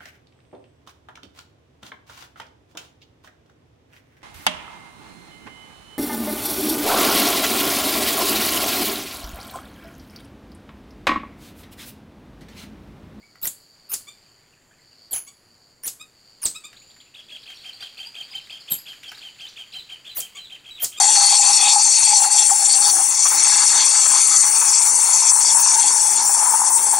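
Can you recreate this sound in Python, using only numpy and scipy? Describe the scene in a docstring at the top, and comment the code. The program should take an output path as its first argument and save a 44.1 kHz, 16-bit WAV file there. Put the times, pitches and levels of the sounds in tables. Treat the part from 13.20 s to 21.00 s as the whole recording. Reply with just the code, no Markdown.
"""Air, droning insects, rustling leaves and sparse far chatter from the start: shaped noise and short sweeps.
A twig ticks (resonant noise bursts); a small monkey whistles gliding alarms that plunge, most then a nasal grunt.
A thin cricket hisses in spells until 3.8 s; a songbird then repeats a fast three-note phrase among other birds.
Scattered echoes surround the calls and ticks; crude sample-rate conversion gives high whistles ghost tones."""
import sys
import numpy as np
from scipy import signal
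from scipy.fft import rfft, irfft
from scipy.io import wavfile
from scipy.ndimage import uniform_filter1d

SR = 44100
rng = np.random.default_rng(int(sys.argv[2]) if len(sys.argv) > 2 else 0)


def unload_wav(signal):
    """Save mono or channel-first audio to the path in sys.argv[1] as 16-bit WAV at rate SR, clipped to [-1, 1]."""
    wavfile.write(
        sys.argv[1],
        SR,
        np.round(np.clip(np.atleast_2d(signal).T, -1, 1) * 32767).astype(np.int16),
    )


N = 343980

# Air noise spectrum: freq_hz, density_db_per_hz (relative)
AIR_SPECTRUM = [(20, -5), (60, -8), (120, 0.5), (170, -4), (300, -4), (800, -10), (2000, -12.5),
                (3700, -28), (6000, -21), (10000, -24), (16000, -31)]
AIR_DB = -61.5
# Noise opposite in the two ports, spectrum: freq_hz, density_db_per_hz (relative)
SIDE_SPECTRUM = [(15, -45), (25, -7), (137, 2.5), (463, 3), (6050, -16.5), (7310, -27.5), (12900, -15),
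                 (16000, -16)]
SIDE_DB = -74.5

# Insect chorus levels: time_s, low_chorus_db, high_chorus_db
INSECT_LEVELS = [(0, -60.5, -70), (.46, -56.5, -65.5), (1.06, -58, -67.5), (1.52, -70, -68),
                 (1.65, -58, -67.5), (1.86, -52.5, -66), (2.08, -64, -73), (2.45, -58, -66.5),
                 (2.74, -71, -70), (3.1, -54.5, -66), (3.43, -59.5, -65), (3.71, -56, -67),
                 (3.93, -61.5, -69), (4.229, -54.5, -65.5), (5.3, -53.5, -62), (5.9, -55.5, -59),
                 (6.9, -58, -64.5), (7.8, -70, -71.5)]
# Chorus body resonances, low then high: centre_hz, width_hz, pulses_per_s, pulse_depth_db
CHORUS_BODIES = [(4585, 530, 110, 4), (7000, 580, 270, 3)]

# Shaken leaves: time_s, level_db
RUSTLE_LEVELS = [(0, -75), (.8, -65.5), (1.19, -68), (2.6, -73.5), (3.37, -63.5), (3.78, -67.5), (4.4, -55),
                 (5.4, -57.5), (5.9, -54), (7.5, -59), (7.8, -57)]
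# Leaf noise spectrum: freq_hz, density_db_per_hz (relative)
LEAF_SPECTRUM = [(200, -4), (700, -5.5), (1500, 4.5), (3000, 9), (5000, -7), (8000, -3), (11000, -14),
                 (15000, -15)]

# Far bird chatter: time_s, busyness (relative rate), level_db
CHATTER_LEVELS = [(0, 2.5, -68), (1.0, 16, -68.5), (1.65, 16, -61), (1.9, 3, -73), (3.8, 3, -76),
                  (4.1, 40, -51), (5.2, 40, -56), (5.8, 35, -56), (6.4, 22, -58), (7.8, 14, -62)]

# Notes that scoop up to a held pitch: start_s, length_s, held_hz, level_db, scoop_share (below held_hz)
SCOOPED_NOTES = [(.015, 0.037, 2260, -59.5, 0.13), (3.548, 0.32, 7120, -64, .04),
                 (3.857, 0.028, 2650, -64, 0.22), (4.369, 0.015, 4470, -43.5, .23),
                 (4.529, 0.028, 4660, -42, .15), (4.604, 0.019, 4720, -42.5, 0.055),
                 (4.775, 0.029, 4710, -45, .13), (4.851, .037, 4805, -42, 0.048),
                 (5.024, 0.038, 4800, -48.5, 0.13), (5.301, .03, 5040, -48, 0.158),
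                 (5.389, .079, 5270, -59.5, .08), (5.576, 0.031, 4980, -48, .12),
                 (6.536, 0.022, 4077, -39, .04), (6.863, 0.027, 3590, -48, 0.073)]
# Double upward flicks of a distant bird: start_s, level_db
FLICK_CALLS = [(3.561, -53), (3.7, -54.5), (3.801, -52.5)]
# Two parts of a flick: delay_s, length_s, middle_hz, level_db (added), sweep_octaves
FLICK_PARTS = [(0, .017, 3800, 2, 0.78), (.01, 0.012, 2570, -8, 1)]
# Single-direction sweeps: start_s, length_s, middle_hz, level_db, sweep_octaves (+ rising)
SWEPT_NOTES = [(3.613, .024, 2600, -60, .6), (4.079, .014, 3280, -54, 0.38), (4.23, 0.011, 3850, -48, 0.83),
               (4.384, 0.025, 3830, -51.5, -.68), (4.623, .02, 4266, -44.5, 0.36),
               (5.164, 0.015, 4070, -44.5, .49), (5.404, 0.021, 4470, -47, -0.37),
               (5.682, 0.012, 4560, -43.5, -.52), (5.874, 0.03, 5100, -51, 0.64),
               (5.945, 0.017, 3985, -44.5, 0.39), (5.978, 0.0197, 4430, -41, -0.31),
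               (6.199, 0.02, 5110, -48, .8), (6.264, .022, 3756, -42, .4),
               (6.286, 0.016, 4970, -44.5, -0.8), (6.52, 0.013, 4430, -46.5, 0.86)]
# Notes that droop at the end: start_s, length_s, held_hz, level_db, droop_share (below held_hz)
DROOPING_NOTES = [(5.107, 0.035, 4900, -46, .2), (6.565, 0.046, 4000, -45, 0.16),
                  (6.894, .05, 3980, -48.5, 0.13), (7.19, 0.088, 3980, -47, 0.186),
                  (7.505, 0.079, 3845, -44.5, 0.14)]
SCOOP_BEND_SHARE, DROOP_BEND_SHARE = .45, 0.62  # bend point, share of note length
NOTE_ACCENT_DB, NOTE_FADE_DB = 1.5, 2.5  # extra level at start, loss at end

# Breath noise spectrum: freq_hz, density_db_per_hz (relative)
BREATH_SPECTRUM = [(500, -23.5), (2500, 6), (4500, 3), (6000, -9.5), (8000, 1), (10000, -11), (15000, -25)]
BREATH_DB = -14.5  # relative to voice rms

# Twig and leaf ticks: start_s, peak_db (before echoes), centre_hz
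TICK_EVENTS = [(0.155, -42.5, 1270), (1.76, -63, 1810), (3.53, -37.5, 1640), (3.764, -46, 1830),
               (4.302, -33.5, 2400), (4.625, -34.5, 1510), (5.271, -41, 2110), (5.731, -37.5, 1930),
               (5.833, -30, 2550), (5.917, -29.5, 1360), (5.974, -38, 1650), (6.089, -52, 2490),
               (6.264, -41, 2490), (7.492, -41.5, 2450)]

# Alarm whistles up to the break, one curve each: time_s, pitch_hz, level_db
ALARM_CURVES = [
    [(.215, 14360, -43), (.224, 15260, -39.5), (.233, 15680, -21), (.24, 15760, -25), (.247, 16850, -23.5),
     (.256, 17780, -17.5), (.263, 16910, -27), (.268, 15870, -21.5)],
    [(.691, 12830, -54), (.7, 13130, -30), (.708, 12820, -42), (.714, 13180, -32), (.72, 14530, -27),
     (.727, 14910, -25), (.733, 13870, -36)],
    [(1.909, 12570, -37), (1.924, 11880, -34.5), (1.932, 10990, -20.5), (1.941, 10640, -31.5),
     (1.95, 9890, -25.5), (1.956, 10290, -41), (1.962, 10950, -21.5), (1.975, 10260, -34.5),
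     (1.99, 9930, -33)],
    [(2.63, 8960, -44), (2.64, 9490, -37), (2.652, 9670, -32.5), (2.66, 10910, -29), (2.667, 12210, -33),
     (2.673, 11570, -24)],
    [(3.217, 11020, -41), (3.232, 9270, -29), (3.24, 8790, -24), (3.247, 8720, -30), (3.252, 8710, -15),
     (3.258, 7826, -18)],
    [(5.499, 12910, -43), (5.506, 12360, -32), (5.513, 11750, -28), (5.519, 11410, -14),
     (5.523, 11900, -27), (5.527, 12600, -28), (5.533, 12500, -28), (5.538, 11750, -28)],
    [(6.949, 13970, -42), (6.966, 13670, -34), (6.974, 14740, -22), (6.982, 16010, -26.5),
     (6.99, 16400, -24), (6.995, 16110, -19.5)],
    [(7.599, 13570, -46), (7.61, 13350, -38), (7.616, 13260, -38), (7.623, 14340, -29),
     (7.63, 15120, -13.5), (7.636, 14240, -44)],
]
# Plunge ending each whistle (the third ends on a faint rise): length_s, last_hz, level_db (before colour)
PLUNGE_ENDS = [(0.01, 6300, -20), (.015, 4000, -22), (0.012, 11000, -47), (0.016, 2400, -21.5),
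               (.015, 3790, -20.5), (0.0058, 6200, -26.5), (0.016, 4260, -26.5), (.017, 3900, -16)]
# Plunge loudness by pitch: pitch_hz, level_db (added)
PLUNGE_LEVELS = [(2800, -26), (3700, -19.5), (4800, -9), (5800, -11.5), (7300, 2.5), (8800, -7.5),
                 (11000, -0.5), (15000, -13)]
# Grunts: start_s, length_s, first_hz, last_hz, level_db (before overtones), upper_overtones_db (added)
GRUNT_EVENTS = [(0.87, 0.029, 1120, 1193, -43, -3.5), (2.067, 0.031, 1066, 1166, -51.5, 5),
                (2.797, .030, 1176, 1265, -43.5, -3.5), (3.347, 0.028, 1172, 1300, -39.5, -3.5),
                (3.438, 0.0285, 1138, 1247, -42, -3), (7.149, 0.031, 1083, 1168, -42.5, -3),
                (7.768, 0.03, 1172, 1240, -42, -0.5)]
# Grunt overtones: multiple, level_db (added)
GRUNT_OVERTONES = [(1, -11.5), (2, -3), (3, -1.5), (4, -6.5), (5, -16.5), (6, 1.5), (7, -5)]
ALARM_OCTAVE_DB = -10.5
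PLUNGE_EASE = 1.2  # exponent; above 1 starts slowly

# Cricket spells: start_s, length_s, level_db
CRICKET_SPELLS = [(.35, .2, -80), (.85, .28, -71), (1.38, .27, -71), (2.1, .1, -76), (2.43, .2, -78),
                  (2.97, .25, -73), (3.508, 0.28, -70)]
CRICKET_HZ, CRICKET_WIDTH_HZ, CRICKET_FADE_S = 7550, 90, .03

# Song phrases: start_s, level_db
SONG_PHRASES = [(3.938, -41), (4.091, -37.5), (4.255, -39), (4.426, -39.5), (4.594, -38), (4.768, -35.5),
                (4.941, -34), (5.118, -36), (5.294, -36), (5.475, -36.5), (5.653, -37), (5.831, -38),
                (6.007, -38.5), (6.186, -36.5), (6.357, -35.5), (6.524, -35.5), (6.688, -38.5),
                (6.844, -39), (6.996, -38.5), (7.151, -38.5), (7.296, -39), (7.441, -40.5), (7.580, -38.5),
                (7.718, -39)]
# Three notes of the phrase, last two apart: time_s (from phrase start), pitch_hz, level_db (added)
APART_NOTES = [
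    [(.002, 2320, -7), (.008, 2863, -10.5), (.014, 3410, 0), (.017, 3580, -8)],
    [(.016, 2072, -16), (.025, 2634, -2), (.029, 3181, -7.5), (.036, 3213, 2), (.054, 3122, -5.5),
     (.060, 2400, -16)],
    [(.060, 3406, -12), (.064, 3295, 2.5), (.077, 3047, -5.5), (.087, 2270, -8)],
]
# Same notes, last two run together: time_s (from phrase start), pitch_hz, level_db (added)
JOINED_NOTES = [
    [(.002, 2440, -10), (.008, 3003, -7), (.014, 3375, -0.5), (.019, 3400, -6)],
    [(.016, 2165, -7), (.023, 2645, -4.5), (.028, 3214, -2.5), (.036, 3220, 0), (.054, 3105, -4),
     (.063, 3050, -2)],
    [(.060, 3050, -6), (.068, 2990, -2.5), (.078, 2946, -12), (.088, 2230, -13)],
]
# Blend from apart to joined: time_s, joined_share (0-1)
SLUR_SHARES = [(3.9, 0.04), (5.25, 0.07), (5.7, 0.81), (6.25, 0.77), (6.75, 0.78), (7.0, .12), (7.8, 0.11)]
SONG_HALF_DB, SONG_OCTAVE_DB = -26, -25.5  # tones at half and twice the pitch
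WARM_UP_SHARP_SHARE, WARM_UP_S = 0.0522, 0.146  # initial sharpness and its decay time
PHRASE_GAP_S, HURRY = .172, 1.3  # shorter gaps shorten phrases, by HURRY per share of gap lost
NOTE_PITCH_SPREAD_SHARE, NOTE_SPREAD_DB = .012, 2.0  # random, per note

ECHO_TOP_HZ = 12600  # air and leaves dull the later echoes above this
CUTOFF_HZ = 15800


def amp(db):
    """Converts dB to linear amplitude."""
    return 10 ** (np.asarray(db) / 20)


def rms_one(x):
    """Scales to rms 1."""
    return x / np.sqrt(np.mean(x ** 2) + 1e-20)


def in_time(rows):
    """Interpolates table columns over every sample; first column is time_s."""
    time_s, *columns = np.transpose(rows)
    return [np.interp(np.arange(N) / SR, time_s, column) for column in columns]


def drift(corner_hz):
    """Random wander, rms 1: one-pole low-passed noise on a grid of 60 knots per second."""
    knots_per_s = 60
    knots = rng.standard_normal(int(N / SR * knots_per_s) + 2)
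    pole = np.exp(-2 * np.pi * corner_hz / knots_per_s)
    slow = rms_one(signal.lfilter([1], [1, -pole], knots))
    return np.interp(np.arange(N) / SR * knots_per_s, np.arange(len(slow)), slow)


def coloured(x, spectrum):
    """Shapes by a spectrum interpolated on log frequency; rms 1."""
    hz, db = np.transpose(spectrum)
    grid_hz = np.arange(len(x) // 2 + 1) * SR / len(x) + 1
    gain = amp(np.interp(np.log(grid_hz), np.log(hz), db))
    return rms_one(irfft(rfft(x) * gain, len(x)))


def resonance(x, hz, width_hz):
    """Two-pole resonance with zeros at DC and Nyquist."""
    r = np.exp(-np.pi * width_hz / SR)
    zeros = [(1 - r * r) / 2, 0, (r * r - 1) / 2]
    poles = [1, -2 * r * np.cos(2 * np.pi * hz / SR), r * r]
    return signal.lfilter(zeros, poles, x)


def add_whistle(out, rows, tones, edge_s, flutter_db):
    """Adds sines along (time_s, pitch_hz, rms_db) rows at (multiple, db) tones; smoothed pitch, fluttering level."""
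    time_s, hz, db = np.transpose(rows)
    at = np.arange(int(time_s[0] * SR), min(int(time_s[-1] * SR), N))
    t = at / SR
    pitch = uniform_filter1d(np.interp(t, time_s, hz), size=120, mode="nearest")
    phase = 2 * np.pi * np.cumsum(pitch) / SR
    edges = np.clip(np.minimum(t - time_s[0], time_s[-1] - t) / edge_s, 0, 1)
    edges = edges * (pitch < .49 * SR)  # mute near Nyquist
    flutter = np.interp(at - at[0], np.arange(160) * 130, rng.standard_normal(160))  # knot every 130 samples
    wave = sum(amp(d) * np.sin(k * phase + k * k) * (k * pitch < SR / 2) for k, d in tones)
    level = np.sqrt(2) * amp(np.interp(t, time_s, db) + flutter_db * flutter)
    out[at] += level * edges * wave


def woods(x, t60_s, cloud_db, build_s, blur_db, echo_s, echo_db, tail_db):
    """Direct sound plus scatter: quick blur off nearby leaves, dying echo cloud, faint long tail, single echo."""
    t = np.arange(round(.5 * SR)) / SR
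    blur, cloud, tail = rng.standard_normal((3, len(t)))
    dulling = signal.butter(2, ECHO_TOP_HZ, fs=SR, output="sos")
    cloud, tail = signal.sosfilt(dulling, [cloud, tail])
    response = amp(blur_db) * rms_one(blur * amp(-60 * t / 0.091))
    response += amp(cloud_db) * rms_one(cloud * amp(-60 * t / t60_s) * np.clip(t / build_s, 0, 1))
    response += amp(tail_db) * rms_one(tail * amp(-60 * t / 0.61) * np.clip(t / .04, 0, 1))
    response /= np.sqrt(len(t))  # levels become total energy relative to direct
    response[0] = 1  # direct
    response[round(echo_s * SR)] += amp(echo_db)
    return signal.oaconvolve(x, response)[:N]


def hoarse(voice):
    """Adds breath noise that follows the short-term rms of the voice."""
    effort = np.sqrt(np.abs(uniform_filter1d(voice ** 2, size=600)))
    return voice + amp(BREATH_DB) * effort * coloured(rng.standard_normal(N), BREATH_SPECTRUM)


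def air():
    """Steady coloured noise with slight level drift."""
    return amp(AIR_DB + 0.7 * drift(4.7)) * coloured(rng.standard_normal(N), AIR_SPECTRUM)


def port_difference():
    """Drifting coloured noise, added to one port and subtracted from the other."""
    return amp(SIDE_DB + 3.1 * drift(5.1)) * coloured(rng.standard_normal(N), SIDE_SPECTRUM)


def insects():
    """Noise pulsed at a wavering stridulation rate, twice through each body resonance."""
    out = 0
    for (hz, width_hz, per_s, depth_db), db in zip(CHORUS_BODIES, in_time(INSECT_LEVELS)):
        rate = per_s * (1 + 0.0196 * drift(2.88))
        beat = np.sin(2 * np.pi * np.cumsum(rate) / SR)
        pulsed = rng.standard_normal(N) * amp(depth_db * beat)
        chorus = resonance(resonance(pulsed, hz, width_hz), hz, width_hz)
        out = out + amp(db) * rms_one(chorus)
    return out


def leaves():
    """Dense grains of uneven size, coloured; the level wanders in flurries."""
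    size_db = 4.4 * np.minimum(rng.exponential(1, N), 5)
    grains = amp(size_db) * rng.standard_normal(N)
    level_db = in_time(RUSTLE_LEVELS)[0] + 2.0 * drift(14)
    return amp(level_db) * coloured(grains, LEAF_SPECTRUM)


def chatter(count):
    """Short random sweeps, most rising, placed by busyness; higher from 3.9 s."""
    out = np.zeros(N)
    busy, db = in_time(CHATTER_LEVELS)
    busy_share = np.cumsum(busy) / np.sum(busy)
    for when, length, height, direction, strength in rng.random(size=(count, 5)):
        i = min(np.searchsorted(busy_share, when), N - SR // 20)
        start_s = i / SR
        length_s = 0.01097 + 0.0167 * length
        last_hz = (.8 + 0.35 * height) * (4400 if i > 3.9 * SR else 2400)
        sign = np.where(direction < .35, 1, -1)  # -1 starts below: rising
        first_hz = last_hz * (1 + sign * (.15 + .2 * strength))  # louder sweeps are wider
        level_db = db[i] + 5.5 * (strength - .5)
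        rows = [(start_s, first_hz, level_db - 7), (start_s + length_s, last_hz, level_db)]
        add_whistle(out, rows, [(1, -0.5), (2, -15)], edge_s=0.0053, flutter_db=4.0)
    return out


def other_notes():
    """Lists notes as start_s, length_s, bend_share, first_hz, bend_hz, last_hz, level_db."""
    notes = []
    flicks = [(s + delay_s, length_s, hz, db + part_db, octaves)
              for s, db in FLICK_CALLS for delay_s, length_s, hz, part_db, octaves in FLICK_PARTS]
    for s, length_s, hz, db, octaves in flicks + SWEPT_NOTES:
        notes.append((s, length_s, .5, hz * 2 ** (-octaves / 2), hz, hz * 2 ** (octaves / 2), db))
    for s, length_s, hz, db, scoop in SCOOPED_NOTES:
        notes.append((s, length_s, SCOOP_BEND_SHARE, hz * (1 - scoop), hz, hz, db))
    for s, length_s, hz, db, droop in DROOPING_NOTES:
        notes.append((s, length_s, DROOP_BEND_SHARE, 1.02 * hz, hz, hz * (1 - droop), db))
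    return notes


def other_birds():
    """Fluttering whistles with a weak octave, two-segment pitch and breath noise."""
    out = np.zeros(N)
    for s, length_s, bend, first_hz, bend_hz, last_hz, db in other_notes():
        rows = [(s, first_hz, db + NOTE_ACCENT_DB),
                (s + bend * length_s, bend_hz, db),
                (s + length_s, last_hz, db - NOTE_FADE_DB)]
        add_whistle(out, rows, [(1, 0), (2, SONG_OCTAVE_DB)], edge_s=0.0029, flutter_db=4.5)
    return hoarse(out)


def ticks():
    """Decaying noise bursts through a broad woody resonance, plus some raw burst for a bright edge."""
    out = np.zeros(N)
    t = np.arange(round(0.036 * SR)) / SR
    bursts = rng.standard_normal((len(TICK_EVENTS), len(t)))
    for (s, peak_db, hz), burst in zip(TICK_EVENTS, bursts):
        burst = burst * np.exp(-t / 0.0045)
        body = resonance(burst, hz, 610) + 0.046 * burst
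        at = round(s * SR)
        out[at:at + len(t)] += amp(peak_db) * body / np.abs(body).max()
    return out


def alarms():
    """Near-pure gliding whistles with a fluttering octave, each breaking into a short ending, most plunging."""
    out = np.zeros(N)
    colour_hz, colour_db = np.transpose(PLUNGE_LEVELS)
    share = np.arange(1, 11) / 10
    for whistle, (length_s, last_hz, db) in zip(ALARM_CURVES, PLUNGE_ENDS):
        break_s, break_hz, _ = whistle[-1]
        plunge_hz = break_hz * (last_hz / break_hz) ** share ** PLUNGE_EASE
        plunge_db = db + np.interp(plunge_hz, colour_hz, colour_db)
        plunge = np.transpose([break_s + length_s * share, plunge_hz, plunge_db])
        call = np.vstack([whistle, plunge])
        add_whistle(out, call, [(1, 0.0035)], edge_s=0.0006, flutter_db=2.5)
        octave = call * [1, 2, 1]
        octave[:, 2] += np.interp(call[:, 1], [7800, 9200], [-30, ALARM_OCTAVE_DB])  # weaker at low pitch
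        add_whistle(out, octave, [(1, 0.0024)], edge_s=.0012, flutter_db=8.5)
    return out


def grunts():
    """Overtone stacks that swell and rise in pitch, then fade at the last pitch."""
    out = np.zeros(N)
    for s, length_s, first_hz, last_hz, db, upper_db in GRUNT_EVENTS:
        rows = [(s, first_hz, db - 7.5),
                (s + 0.654 * length_s, last_hz, db),
                (s + length_s, last_hz, db - 22)]
        tones = [(k, d + upper_db * (k > 3)) for k, d in GRUNT_OVERTONES]
        add_whistle(out, rows, tones, edge_s=0.0012, flutter_db=2.5)
    return out


def cricket():
    """Noise twice through a narrow resonance, faded in and out with each spell."""
    t = np.arange(N) / SR
    gate = 0
    for s, length_s, db in CRICKET_SPELLS:
        gate = gate + amp(db) * np.clip(np.minimum(t - s, s + length_s - t) / CRICKET_FADE_S, 0, 1)
    hiss = resonance(rng.standard_normal(N), CRICKET_HZ, CRICKET_WIDTH_HZ)
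    return gate * rms_one(resonance(hiss, CRICKET_HZ, CRICKET_WIDTH_HZ))


def songbird():
    """Three-note phrases: sharp at first, shorter when hurried, slurred mid-song, slightly hoarse."""
    out = np.zeros(N)
    starts_s = np.array(SONG_PHRASES)[:, 0]
    gaps_s = np.append(np.diff(starts_s), starts_s[-1] - starts_s[-2])
    chances = rng.standard_normal((len(SONG_PHRASES), 3, 2))
    tones = [(.5, SONG_HALF_DB), (1, 0.0058), (2, SONG_OCTAVE_DB)]
    for (s, db), gap_s, chance in zip(SONG_PHRASES, gaps_s, chances):
        stretch = 1 + HURRY * min(gap_s / PHRASE_GAP_S - 1, 0)
        sharp = 1 + WARM_UP_SHARP_SHARE * np.exp((starts_s[0] - s) / WARM_UP_S)
        joined = np.clip(np.interp(s, *np.transpose(SLUR_SHARES)), 0, 1)
        for apart, together, (higher, louder) in zip(APART_NOTES, JOINED_NOTES, chance):
            pitch = sharp + NOTE_PITCH_SPREAD_SHARE * higher
            note = np.array(apart) + joined * np.subtract(together, apart)
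            rows = note * [stretch, pitch, 1] + [s, 0, db + NOTE_SPREAD_DB * louder]
            add_whistle(out, rows, tones, edge_s=0.0014, flutter_db=2.2)
    return hoarse(out)


def scene():
    """Mixes three echo distances and the dry layers to mid; opposed noise makes the width."""
    background = air()
    near = woods(alarms() + grunts() + ticks(), t60_s=0.22, cloud_db=-5.5, build_s=0.0043,
                 blur_db=-2.5, echo_s=0.027, echo_db=-30, tail_db=-24)
    song = woods(songbird(), t60_s=0.21, cloud_db=-11, build_s=0.02,
                 blur_db=-7.5, echo_s=.075, echo_db=-23, tail_db=-20)
    far = woods(other_birds() + chatter(count=170), t60_s=0.41, cloud_db=-4.5, build_s=0.0059,
                blur_db=-5, echo_s=.06, echo_db=-23, tail_db=-16)
    mid = near + song + far + insects() + cricket() + leaves() + background
    side = port_difference()
    return np.array([mid + side, mid - side])


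def record(dry):
    """Goes to 48 kHz, then drops samples to reach 44.1 kHz: ghost tones every 3.9 kHz; low-passed at CUTOFF_HZ."""
    fast = signal.resample_poly(dry, 160, 147, axis=1, window=("kaiser", 8))
    picked = fast[:, np.arange(N) * 160 // 147]  # no interpolation: index rounded down
    low_pass = signal.ellip(12, .5, 80, CUTOFF_HZ, fs=SR, output="sos")
    return signal.sosfilt(low_pass, picked)


dry = scene()
out = record(dry)
unload_wav(out)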